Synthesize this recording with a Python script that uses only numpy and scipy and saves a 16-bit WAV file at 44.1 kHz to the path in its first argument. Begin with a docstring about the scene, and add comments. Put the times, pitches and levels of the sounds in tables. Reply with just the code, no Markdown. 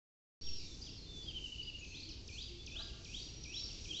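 """Among palms and flat-roofed houses, with unseen birds all round. One repeats a swooping whistle, another a
short hooked chirp, a third sings a wavering trill that sinks in pitch; thin whistles, chips, a far hoarse
call and faint insect tones lie behind them. Walls and trees scatter the calls over a low town rumble.
The microphone, mono, opens just after the start with a soft thump."""
import sys
import numpy as np
from scipy import signal
from scipy.fft import rfft, irfft
from scipy.io import wavfile
from scipy.ndimage import uniform_filter1d, map_coordinates

SR = 44100
rng = np.random.default_rng(int(sys.argv[2]) if len(sys.argv) > 2 else 0)


def file_out(sig):
    """Save sig as 16-bit WAV at sys.argv[1]."""
    # one column per channel
    cols = np.atleast_2d(sig).T
    # limit, then scale
    lim = np.clip(cols, -1, 1)
    pcm = np.round(lim * 32767).astype(np.int16)
    wavfile.write(sys.argv[1], SR, pcm)


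N = 176400

# The town's rumble and its deep drone. Each row: frequency in Hz, spectral level in dB.
RUMBLE_SPECTRUM = [(20, -0.5), (35, -1.5), (60, -1), (80, -5), (100, -4), (125, -9), (160, -10.5),
                   (195, -14.5), (260, -14), (325, -14.5), (440, -19.5), (583, -28), (700, -30.5),
                   (1260, -36.5), (1700, -38), (2000, -36), (2600, -51.5)]
DRONE_SPECTRUM = [(35, -20.5), (50, -4), (60, 0.5), (68, -5), (80, -22)]
# A low hum that comes and goes. Each row: start and length in seconds, first and last Hz, level in dB.
TOWN_HUMS = [(2.04, 0.096, 316.5, 321, -57), (2.47, .14, 351, 345, -55), (3.3, 0.12, 331, 328, -61.5),
             (3.87, 0.11, 323, 309, -55.5)]
# The far chorus and the high hiss in the trees. Each row: frequency in Hz, spectral level in dB.
CHORUS_SPECTRUM = [(1800, -30.5), (2200, -9), (2700, -7), (3500, -5), (4600, 1), (5400, -7.5), (6500, -13),
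                   (7600, -21), (8400, -38.5)]
HISS_SPECTRUM = [(4200, -15.5), (5200, -0.5), (6000, 1.5), (6700, -2), (7600, -8.5), (8400, -30)]
# Swells of that hiss. Each row: time in seconds, level in dB.
HISS_SWELLS = [(.41, -67), (.62, -62.5), (.75, -62), (.88, -69.5), (1.06, -72.5), (1.18, -63), (1.33, -69),
               (1.47, -62), (1.72, -71), (2.03, -65.5), (2.17, -75.5), (2.36, -58), (2.6, -74),
               (2.79, -63.5), (2.96, -69), (3.18, -57.5), (3.39, -71.5), (3.6, -64), (3.76, -64),
               (3.9, -57.5), (4, -58)]

# One call of each kind. Each row: seconds into the call, pitch in Hz, level in dB.
THIN_SHAPE = [(0, 5560, -7.5), (.04, 5535, -4), (.075, 5520, 0.5), (.12, 5470, -6), (.16, 5220, -11)]  # high, drooping at its end
HOOK_SHAPE = [(0, 4243, -9.5), (.008, 4643, 2.5), (.018, 4990, 5.5), (.023, 4905, -34), (.027, 3005, -24.5),
              (.034, 3533, -1.5), (.042, 4400, -27.5), (.055, 3850, -4), (.064, 3397, -3.5),
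              (.083, 2784, -6), (.092, 2680, -7.5)]  # up-flick, lower flick, down-slur
SWOOP_SHAPE = [(0, 6765, -8.5), (.004, 5600, 0), (.009, 3600, -5), (.016, 2560, -5), (.03, 2330, -14.5),
               (.05, 2500, -11.5), (.08, 2660, -11), (.097, 2950, -6.5), (.107, 3380, 2.5),
               (.119, 3680, -7), (.131, 3860, -1), (.141, 4030, -2), (.149, 4200, -12.5),
               (.162, 4680, -3.5), (.174, 4800, -26)]  # steep dive, slower climb
# Their repeats. Each row: start in seconds, level in dB, length factor, pitch factor, opening stress in dB.
THIN_CALLS = [(.405, -49, 0.96, 1.003, 1.5), (3.53, -48.5, 1.05, .99, 1.5)]
HOOK_CALLS = [(.411, -48.5, 0.95, 0.96, -2), (.813, -49.5, 0.9, 0.99, -1), (1.226, -52, 1.04, 0.98, -3.5),
              (1.620, -53, .95, 0.99, 0), (2.024, -51.5, 1, 0.92, -0.5), (2.411, -53.5, 1, 0.98, 4),
              (2.817, -52, 1.05, 1, -1), (3.215, -53, 0.96, 0.97, 3.5), (3.632, -51, 0.97, 0.96, 0)]
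SWOOP_CALLS = [(1.840, -48.5, 1.025, 1, -3.5), (2.276, -44, 1.03, 0.98, -2), (2.662, -43.5, 1.013, 1, 1),
               (3.044, -41, 0.98, 0.98, -7.5), (3.436, -42.5, 1.03, 0.99, -1.5),
               (3.842, -40.5, 0.98, 0.98, -6.5)]
# Plain gliding calls. Each row: start and length in seconds, first and last pitch in Hz, level in dB.
HIDDEN_CALLS = [(.50, .11, 5400, 4500, -53), (.47, .2, 4600, 3700, -57), (.52, 0.099, 2970, 2350, -61),
                (0.78, 0.042, 6840, 4700, -52), (1.88, 0.095, 2540, 2420, -56),
                (2.7, 0.019, 5900, 5600, -60), (1.8, 0.12, 6600, 6000, -60), (3.52, 0.041, 7300, 4800, -56),
                (3.58, 0.091, 4600, 4500, -52.5), (1.99, .12, 5400, 3700, -59)]
DRAWN_WHISTLES = [(1.06, .09, 3580, 3545, -53), (1.135, .125, 3530, 3440, -49),
                  (1.01, .06, 4200, 4150, -55), (.70, .06, 3600, 3500, -56), (2.585, .055, 3420, 3500, -52),
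                  (2.71, .05, 3510, 3490, -54), (1.785, .04, 6950, 6650, -59), (1.86, .3, 4260, 4170, -58),
                  (1.895, .045, 2560, 2680, -52), (1.25, .09, 4900, 4880, -59), (.56, .22, 5570, 5560, -58)]
FALLING_CHIPS = [(.742, 0.013, 5700, 4160, -51), (.908, 0.023, 5920, 5150, -55.5),
                 (.955, 0.046, 5680, 4050, -51.5), (1.551, .014, 5570, 4074, -58.5),
                 (1.948, .014, 6100, 4480, -54), (2.088, .016, 6860, 4400, -51),
                 (2.108, 0.016, 5940, 4130, -48), (2.32, 0.043, 4570, 4230, -52.5),
                 (2.69, 0.021, 4620, 4140, -57), (3.553, .014, 5800, 4350, -50),
                 (3.902, 0.015, 5900, 4160, -54)]
# The arch of one trill note. Each row: share of its length, pitch factor, level in dB.
TRILL_SHAPE = [(0, .86, -20), (.17, .97, -6.5), (.3, 1.02, -6.5), (.55, 1, 1.5), (0.801, .98, -4),
               (1, .89, -8)]
# The trill. 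Each row: start and length in seconds, pitch in Hz, level in dB, fall as a share of the pitch.
TRILL_NOTES = [(1.254, .06, 3225, -43.5, .09), (1.338, .056, 3082, -41.5, 0.027),
               (1.421, .052, 2996, -43.5, .025), (1.497, 0.058, 2970, -44, .015),
               (1.576, 0.048, 2944, -41.5, .005), (1.654, .05, 2920, -44.5, 0.0055),
               (1.733, 0.04, 2850, -46, -.04), (1.808, 0.045, 2590, -49.5, 0.0074),
               (3.882, 0.056, 3230, -43.5, 0.091), (3.971, 0.048, 3055, -41, 0.03)]
# Throat resonances of the hoarse caller. Each row: frequency and width in Hz, level in dB.
THROAT_MODES = [(649, 40, -1), (848, 56, -7), (1175, 54, -5.5), (1405, 150, -8), (1607, 66, -7.5),
                (1790, 40, -14.5)]
# Its syllables. Each row: start and length in seconds, level in dB.
HOARSE_SYLLABLES = [(2.753, 0.033, -63.5), (2.788, 0.035, -56), (2.92, 0.11, -69), (3.6, 0.16, -74.5)]
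# The insects. Each row: pitch in Hz, start in seconds, level in dB.
INSECT_TONES = [(5650, 3.04, -60.5), (5690, 3.3, -59.5)]

WAVER, FLUTTER_DB = 0.0054, 2  # unsteadiness of a bird's pitch (as a share) and level
YARD_T60_S, YARD_BUILD_S, WALL_DB, WALL_SPAN_S = 0.55, 0.016, -2, .09
OPEN_S, THUMP_DB, THUMP_PEAK_S = .411, -36.5, 0.086


def undb(db):
    """Decibels to gain."""
    return 10 ** (np.asarray(db) / 20)


def unit(x):
    """Scale to an rms of 1."""
    return x / np.sqrt(np.mean(x ** 2) + 1e-30)


def walk(rate, size=N):
    """Smooth random wandering with a spread near 1, at `rate` steps a second."""
    at = np.arange(size) * rate / SR
    return map_coordinates(rng.standard_normal(4096), [at], order=3, mode="wrap")


def coloured(points):
    """Noise with a spectrum of (Hz, dB) points, rolling off beyond both ends."""
    hz, db = np.array(points).T
    f = np.maximum(np.arange(N // 2 + 1) * SR / N, 1)
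    beyond = np.maximum(f / hz[-1], 1) * np.maximum(hz[0] / f, 1)
    gain = undb(np.interp(np.log(f), np.log(hz), db)) / beyond ** 2
    return unit(irfft(rfft(rng.standard_normal(N)) * gain, N))


def add(out, start_s, x):
    """Mix a sound in at a time."""
    i = int(np.clip(start_s * SR, 0, N))
    out[i:i + len(x)] += x[:N - i]


def echoes(x):
    """Early echoes off the house walls and a diffuse tail from the trees."""
    t = np.arange(SR) / SR
    build = 1 - np.exp(-t / YARD_BUILD_S)
    tail = unit(rng.standard_normal(SR) * build * np.exp(-np.log(1000) * t / YARD_T60_S))
    walls = np.zeros(SR)
    lag, strength = rng.random(size=(2, 24))
    walls[((.008 + lag * WALL_SPAN_S) * SR).astype(int)] = strength
    response = unit(tail + undb(WALL_DB) * unit(walls)) / np.sqrt(SR)
    return signal.fftconvolve(x, response)[:N]


def outdoors(x, wet_db):
    """The direct path to the microphone plus its echoes."""
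    return x + undb(wet_db) * echoes(x)


def note(shape, waver=WAVER):
    """A bird's near-sine voice gliding through (s, Hz, dB) points, slightly unsteady."""
    s, hz, db = np.array(shape, float).T
    t = np.arange(int(s.max() * SR)) / SR
    glide = uniform_filter1d(np.interp(t, s, hz), size=130, mode="nearest")
    pitch = glide * (1 + waver * walk(250, size=len(t)))
    edges = np.clip(np.minimum(t, t[-1] - t) / 0.0015, 0, 1)
    level = undb(np.interp(t, s, db) + FLUTTER_DB * walk(118.6, size=len(t)))
    return edges * level * np.sin(2 * np.pi * np.cumsum(pitch) / SR)


def slurs(rows, edge_db, waver=WAVER):
    """Plain glides; edge_db is the level at both ends against the middle."""
    out, share = np.zeros(N), np.linspace(0, 1, num=9)
    for start, length, from_hz, to_hz, db in rows:
        hz = from_hz * (to_hz / from_hz) ** (share * (1.5 - .5 * share))
        level_db = db + edge_db * (2 * share - 1) ** 2
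        add(out, start, note(np.c_[share * length, hz, level_db], waver))
    return out


def town():
    """The town's wandering rumble, deep drone and brief hums."""
    rumble = undb(-52.5 + 1.1 * walk(3.918)) * coloured(RUMBLE_SPECTRUM)
    drone = undb(-59.5) * coloured(DRONE_SPECTRUM)
    return rumble + drone + slurs(TOWN_HUMS, edge_db=-19)


def far_birds(per_s=18, low_hz=3400, high_hz=5600, length_s=0.058, fall=0.65, rise_db_per_s=1.35):
    """Falling chirps from far trees, all echo, over a slowly rising chorus and a swelling high hiss."""
    t = np.arange(N) / SR
    when, high, soft = rng.random((200, 3))[:int(per_s * N / SR)].T
    hz = low_hz + high * (high_hz - low_hz)
    rows = zip(when * N / SR, np.full(len(hz), length_s), hz, hz * fall, -64 - 8 * soft)
    chirps = slurs(rows, edge_db=-10)
    chorus = undb(-59 + rise_db_per_s * (t - 3.5) + walk(7.4)) * coloured(CHORUS_SPECTRUM)
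    hiss_gain = undb(np.interp(t, *np.array(HISS_SWELLS).T))
    return echoes(chirps) + chorus + hiss_gain * coloured(HISS_SPECTRUM)


def repeating_bird(shape, calls, waver=WAVER):
    """One call sung again and again, each time a little changed; the stress fades over the call."""
    out = np.zeros(N)
    s, hz, shape_db = np.array(shape).T
    for start, db, length, pitch, stress_db in calls:
        level_db = db + shape_db + stress_db * (1 - s / s[-1])
        add(out, start, note(np.c_[s * length, hz * pitch, level_db], waver))
    return out


def hidden_birds():
    """Falling calls from behind the houses; only their blurred echo reaches the microphone."""
    return echoes(slurs(HIDDEN_CALLS, edge_db=0.5, waver=.04))


def trill():
    """Arched notes in a quick run, each a little lower."""
    out = np.zeros(N)
    share, arch, shape_db = np.array(TRILL_SHAPE).T
    for start, length, hz, db, fall in TRILL_NOTES:
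        pitch = hz * arch * (1 + fall * (.5 - share))
        add(out, start, note(np.c_[share * length, pitch, db + shape_db]))
    return out


def hoarse_call():
    """Rough bursts through narrow throat resonances, far away."""
    f, t = np.maximum(np.arange(N // 2 + 1) * SR / N, 1), np.arange(N) / SR
    throat = sum(undb(db) / (1 + (2 * (f - hz) / width) ** 2) for hz, width, db in THROAT_MODES)
    effort = sum(undb(db) * np.sqrt(np.abs(np.sin(np.pi * np.clip((t - start) / length, 0, 1))))
                 for start, length, db in HOARSE_SYLLABLES)
    return effort * unit(irfft(rfft(rng.standard_normal(N)) * throat, N))


def insects(drift=0.0015, roughness=.003, flicker_db=0):
    """Two faint high tones, close and unsteady in pitch, beating against each other."""
    t, out = np.arange(N) / SR, np.zeros(N)
    for hz, start, db in INSECT_TONES:
        pitch = hz * (1 + drift * walk(5.3) + roughness * walk(300))
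        onset = np.clip((t - start) / 0.012, 0, 1)
        out += onset * undb(db + flicker_db * walk(14)) * np.sin(2 * np.pi * np.cumsum(pitch) / SR)
    return out


def scene():
    """Birds, town and insects from one spot among the houses, the same in both channels."""
    birds = (outdoors(repeating_bird(SWOOP_SHAPE, SWOOP_CALLS), wet_db=-2)
             + outdoors(repeating_bird(HOOK_SHAPE, HOOK_CALLS), wet_db=0.5)
             + outdoors(trill(), wet_db=-5)
             + outdoors(repeating_bird(THIN_SHAPE, THIN_CALLS, waver=.007), wet_db=0.5)
             + outdoors(slurs(FALLING_CHIPS, edge_db=-7.5), wet_db=-1)
             + outdoors(slurs(DRAWN_WHISTLES, edge_db=-9.5), wet_db=-9))
    distance = hidden_birds() + outdoors(hoarse_call(), wet_db=-2.5) + far_birds() + town()
    return np.tile(birds + distance + outdoors(insects(), wet_db=-6), (2, 1))


def record(dry):
    """The microphone opens, its offset settles in a slow, soft thump, and the top is cut at 8100 Hz."""
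    since = np.maximum(np.arange(N) / SR - OPEN_S, 0)
    thump = undb(THUMP_DB) * (since / THUMP_PEAK_S) ** 2 * np.exp(2 - 2 * since / THUMP_PEAK_S)
    live = dry * np.clip(since / 0.00066, 0, 1) + thump
    return signal.sosfilt(signal.ellip(8, .2, 70, 8100, fs=SR, output="sos"), live)


dry = scene()
out = record(dry)
file_out(out)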